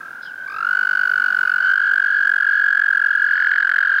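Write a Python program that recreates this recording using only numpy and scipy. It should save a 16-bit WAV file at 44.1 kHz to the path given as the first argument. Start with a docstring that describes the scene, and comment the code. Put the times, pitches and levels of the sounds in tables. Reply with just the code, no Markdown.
"""Toads trilling at a pond edge

Each trill is a fast string of tone pulses, shaped by the toad's throat and vocal sac. Over a soft hush,
two faint toads call far off and a bird chirps once. A near toad slides up into its trill, a higher one
joins it, and their pulses drift in and out of step; late on, the higher voice cracks in every pulse.
The banks echo faintly, and the recorder's gain control turns the sound down at the loudest pulses."""
import sys
import numpy as np
from scipy import signal
from scipy.fft import rfft, irfft, next_fast_len
from scipy.io import wavfile
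from scipy.ndimage import uniform_filter1d, map_coordinates

SR = 44100
rng = np.random.default_rng(int(sys.argv[2]) if len(sys.argv) > 2 else 0)


def inscribe(sig):
    """Save sig as 16-bit PCM at rate SR to the path in sys.argv[1].

    A 1-D sig is mono; a 2-D sig holds one channel per row.
    Samples are clipped to [-1, 1] before scaling.
    """
    pcm = np.round(np.clip(np.atleast_2d(sig).T, -1, 1) * 32767)
    wavfile.write(sys.argv[1], SR, pcm.astype(np.int16))


N = 176400
TIME = np.arange(N) / SR


def amp(db):
    """Turn decibels into a number to multiply by."""
    return 10 ** (np.asarray(db) / 20)


def along(points, hz):
    """Read (frequency, value) rows at hz, on a log frequency scale."""
    freqs, values = np.transpose(points)
    return np.interp(np.log(hz + 1), np.log(freqs + 1), values)


def curves(rows, times):
    """Read each column after the first at the given times."""
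    row_times, *columns = np.transpose(rows)
    return [np.interp(times, row_times, column) for column in columns]


def during(rows):
    """True from the first row's time to the last."""
    return (TIME >= rows[0][0]) & (TIME <= rows[-1][0])


def wobble(rate):
    """A smooth curve through `rate` random points a second."""
    return map_coordinates(rng.standard_normal(int(N * rate / SR) + 4), [TIME * rate])


def filtered(x, response):
    """Multiply each frequency in x by response(hz)."""
    size = next_fast_len(N + SR // 2)
    return irfft(rfft(x, size) * response(np.fft.rfftfreq(size, 1 / SR)), size)[:N]


def coloured(x, colour):
    """Filter x by (frequency [Hz], gain [dB]) rows."""
    return filtered(x, lambda hz: amp(along(colour, hz)))


def noise(colour):
    """Coloured noise with an average power of 1."""
    x = coloured(rng.standard_normal(N), colour)
    return x / np.sqrt(np.mean(x ** 2) + 1e-20)


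def hush():
    """Soft outdoor noise that gently swells and fades."""
    # tone of the hush: (frequency [Hz], gain [dB])
    colour = [(25, -32), (60, -15.5), (125, -1.5), (250, 0), (400, -3), (700, 1), (1200, 0.5), (2000, -5),
              (3000, -13), (4500, -15.5), (7000, -19.5), (7650, -23.5), (7850, -29), (8050, -21),
              (11000, -21.5), (15500, -22.5)]
    return amp(-46.5 + 1.5 * wobble(3)) * noise(colour)


def trill(rate, voice, pulse, overtones_db, crack=None, ring=()):
    """A string of short tones, each arching in pitch, sent out by the toad's vocal sac."""
    # how the throat and sac shape the tone: (frequency [Hz], gain [dB])
    sac = [(100, -28.5), (400, -16), (900, -8.5), (1200, -6), (1450, -1.5), (1700, 3), (1900, -1),
           (2330, -8), (2480, -13), (2950, -13), (3300, -20), (3600, -12), (3900, -12), (4150, -12.5),
           (4480, -7), (4750, -9), (5050, -13), (5350, -24.5), (9000, -26), (16000, -44.5)]
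    # faint rasp in every pulse: (frequency [Hz], gain [dB])
    rasp_colour = [(200, -4), (700, 2), (1500, -5), (2400, 3.5), (3000, -2), (5000, -1), (8000, -2.5),
                   (16000, -11.5)]
    # squawk thrown out by a crack: (frequency [Hz], level for one cycle slipped [dB])
    squawk_tones = [(2080, -6.5), (3850, -22.5)]
    rise_s, hold_s, fall_s, end_droop, start_droop = pulse  # droops are shares of the pitch
    jitter_s, crack_at_s, crack_s, squawk_s = .00013, .003, .00039, .0015

    live = during(rate)
    count = np.cumsum(curves(rate, TIME)[0] * live) / SR
    times = np.interp(np.arange(int(count[-1]) + 1), count[live], TIME[live])
    # from here on, each row is one pulse with its own random nudges
    nudges = rng.standard_normal((len(times), 5)).T[:, :, None]
    time_nudge, pitch_nudge, level_nudge, slip_nudge, squawk_nudge = nudges
    times = times[:, None] + jitter_s * time_nudge
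    pitch, level_db, boost_db = curves(voice, times)
    start = times - (rise_s + hold_s / 2 + fall_s / 10)
    index = np.ceil(start * SR).astype(int) + np.arange(SR // 20)
    inside = (index >= 0) & (index < N)
    age = index / SR - start

    length_s = rise_s + hold_s + fall_s
    swell = np.sin(np.pi / 2 * np.clip(age / rise_s, 0, 1)) ** .85
    shape = swell * np.sin(np.pi / 2 * np.clip((length_s - age) / fall_s, 0, 1)) ** .92
    progress = np.clip(age / length_s, 0, 1)
    arch = 1 - end_droop * progress ** 4 - start_droop * (1 - progress) ** 4
    cycles = pitch * (1 + .005 * pitch_nudge) * (age[:, :1] + np.cumsum(arch, axis=1) / SR)
    squawk = 0
    if crack:  # the wave jumps ahead in mid-pulse
        slip = curves(crack, times)[0] * (1 + .32 * slip_nudge)
        cycles += slip * np.sin(np.pi / 2 * np.clip((age - crack_at_s) / crack_s, 0, 1)) ** 2
        blip = slip * amp(2.2 * squawk_nudge) * np.exp(-((age - crack_at_s) / squawk_s) ** 2)
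        squawk = blip * sum(amp(db) * np.sin(2 * np.pi * hz * age) for hz, db in squawk_tones)
    tone = np.sin(2 * np.pi * cycles)
    for multiple, db in enumerate(overtones_db, start=2):
        tone += amp(db + boost_db) * np.sin(2 * np.pi * multiple * cycles)
    rasp = amp(-19 + boost_db / 2) * rng.standard_normal(age.shape)
    ringing = sum(amp(db + 1.7 * boost_db - 60 * age / fade_s) * np.sin(2 * np.pi * hz * age)
                  for hz, db, fade_s in ring)
    strength = amp(level_db + .5 * level_nudge)

    def line_up(pulses):
        return np.bincount(index[inside], (strength * pulses)[inside], N)

    source = line_up(shape * tone) + coloured(line_up(shape * rasp), rasp_colour)
    return coloured(source, sac) + line_up(swell * ringing + squawk)


def far_toads():
    """Two distant toads: one keeps trilling and grows louder, the other soon stops."""
    # trill speeds: (time [s], rate [pulses/s])
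    lasting_rate = [(.012, 50.3), (.3, 47.5), (.75, 46.8), (1.05, 44.3), (4, 44)]
    fading_rate = [(.011, 40.6), (.25, 39.34), (.66, 39.8)]
    # voices: (time [s], pitch [Hz], level [dB], overtone boost [dB])
    lasting_voice = [(0, 1310, -29, -0.5), (0.151, 1450, -29, -5), (.3, 1500, -27, 0),
                     (.46, 1566, -24.5, -32), (0.698, 1633, -29, 6), (1.498, 1659, -23, 4),
                     (4, 1610, -13.5, 14)]
    fading_voice = [(0, 1606, -28, -15), (.18, 1614, -31.5, -22.5), (.4, 1585, -27, 8),
                    (.66, 1590, -42, -3.5)]
    pulse = (.0028, .0034, .0064, .1, .022)
    lasting = trill(lasting_rate, lasting_voice, pulse, overtones_db=[-15])
    return lasting + trill(fading_rate, fading_voice, pulse, overtones_db=[-15])


def bird():
    """One chirp: a harsh scratch that runs into a rough, falling whistle."""
    # the whistle: (time [s], pitch [Hz], level [dB])
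    glide = [(.245, 3200, -58), (.263, 3300, -46), (.28, 3150, -44.5), (.298, 2850, -50.5),
             (.32, 2350, -62)]
    # loudness of the scratch: (time [s], level [dB])
    scratch_level = [(.205, -82), (.228, -48.5), (.265, -51), (.31, -65)]
    # tone of the scratch: (frequency [Hz], gain [dB])
    scratch_colour = [(2500, -40), (3400, -5), (4100, -3), (4500, -11), (4950, 3), (5400, -6.5),
                      (6200, -41)]
    hz, db = curves(glide, TIME)
    waver = 1 + .035 * wobble(500)
    whistle = amp(db + 1.7 * wobble(200)) * np.sin(2 * np.pi * np.cumsum(hz * waver) / SR)
    scratch = amp(curves(scratch_level, TIME)[0]) * noise(scratch_colour)
    return whistle * during(glide) + scratch * during(scratch_level)


def low_toad():
    """The first near toad slides up into its trill; its opening pulses also whistle thinly."""
    # trill speed: (time [s], rate [pulses/s])
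    rate = [(.48, 45.67), (.8, 50.04), (1.1, 48.49), (1.4, 46.84), (1.9, 44.96), (2.5, 43.79), (3.1, 43.72),
            (3.5, 43.09), (4, 42.45)]
    # voice: (time [s], pitch [Hz], level [dB], overtone boost [dB])
    voice = [(.48, 1180, -25.5, 12), (.55, 1313, -17, 11.5), (.63, 1408, -10, 2.5), (.72, 1514, -9, 2.5),
             (.9, 1523, -9, 4), (1.549, 1512, -6.5, 3), (2.199, 1508, -8, 3), (2.998, 1480, -11.5, 3.5),
             (3.45, 1508, -8.5, 6), (4, 1464, -8, 2.5)]
    # thin whistle: (frequency [Hz], level before boost [dB], time to fade by 60 dB [s])
    ring = [(5016, -39.5, 0.023)]
    pulse = (.0034, .00061, .007, .23, .047)
    return trill(rate, voice, pulse, overtones_db=[-17, -28, -28.5, -35], ring=ring)


def high_toad():
    """The second near toad sings higher, and its voice cracks toward the end."""
    # trill speed: (time [s], rate [pulses/s])
    rate = [(1.468, 51.48), (1.8, 50.86), (2.1, 47.08), (2.5, 46.27), (2.9, 44.93), (3.4, 43.88),
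            (3.65, 44.81), (4, 44.68)]
    # voice: (time [s], pitch [Hz], level [dB], overtone boost [dB])
    voice = [(1.47, 1240, -26.5, 9.5), (1.578, 1497, -23.5, 6.5), (1.659, 1542, -10.5, 7.5),
             (1.799, 1609, -9.5, 5), (2.102, 1634, -6, 3), (2.802, 1643, -7, 1.5),
             (3.398, 1647, -6.5, -1.5), (4, 1605, -4.5, -2.5)]
    # how far the voice slips in each pulse: (time [s], slip [cycles])
    crack = [(3.25, 0.06), (3.31, 0.16), (3.421, 0.31), (4, .25)]
    pulse = (.0034, .0032, .005, .09, .027)
    return trill(rate, voice, pulse, overtones_db=[-13.5, -39, -29, -38.5], crack=crack)


def bank_echo(x):
    """The pond's banks throw back a faint, short echo."""
    # echo length: (frequency [Hz], time to fade by 60 dB [s])
    fade = [(200, 0.12), (1500, 0.12), (5000, 0.41), (12000, 0.099)]
    hz, age, spectrum = signal.stft(rng.standard_normal(SR // 2), SR, nperseg=256)
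    spectrum *= amp(-60 * age / along(fade, hz)[:, None])
    tail = signal.istft(spectrum, SR, nperseg=256)[1]
    return amp(-22.5) * signal.fftconvolve(x, tail / np.linalg.norm(tail))[:N]


def scene():
    """Four toads and a bird, with the hush and the echo."""
    calls = low_toad() + high_toad() + far_toads() + bird()
    return (calls + hush() + bank_echo(calls))[None]


def record(dry):
    """Gain control turns loud pulses down fast and recovers slowly; fine grit rides on the peaks."""
    # tone of the grit: (frequency [Hz], gain [dB])
    grit_colour = [(100, -2.5), (1000, 6), (5000, -0.5), (6400, 4.5), (7850, -4.5), (8200, 3.5), (8900, -2),
                   (9600, 2), (10400, -3.5), (11150, -0.5), (12000, -4.5), (15500, -0.5)]
    threshold_db, cut_share, recover_db_per_s, top_hz = -9.5, .75, 4.5, 15900
    x = dry[0]
    loudness = uniform_filter1d(np.abs(signal.hilbert(x)), size=220)
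    over_db = np.maximum(20 * np.log10(np.abs(loudness) + 1e-6) - threshold_db, 0)
    recovery_db = recover_db_per_s * TIME
    cut_db = np.maximum.accumulate(cut_share * over_db + recovery_db) - recovery_db
    x = x * amp(-uniform_filter1d(cut_db, size=300))
    grit = amp(-29.5) * np.abs(signal.hilbert(x)) ** 2.54 * noise(grit_colour)
    return filtered(x + grit, lambda hz: hz < top_hz)[None]


dry = scene()
out = record(dry)
inscribe(out)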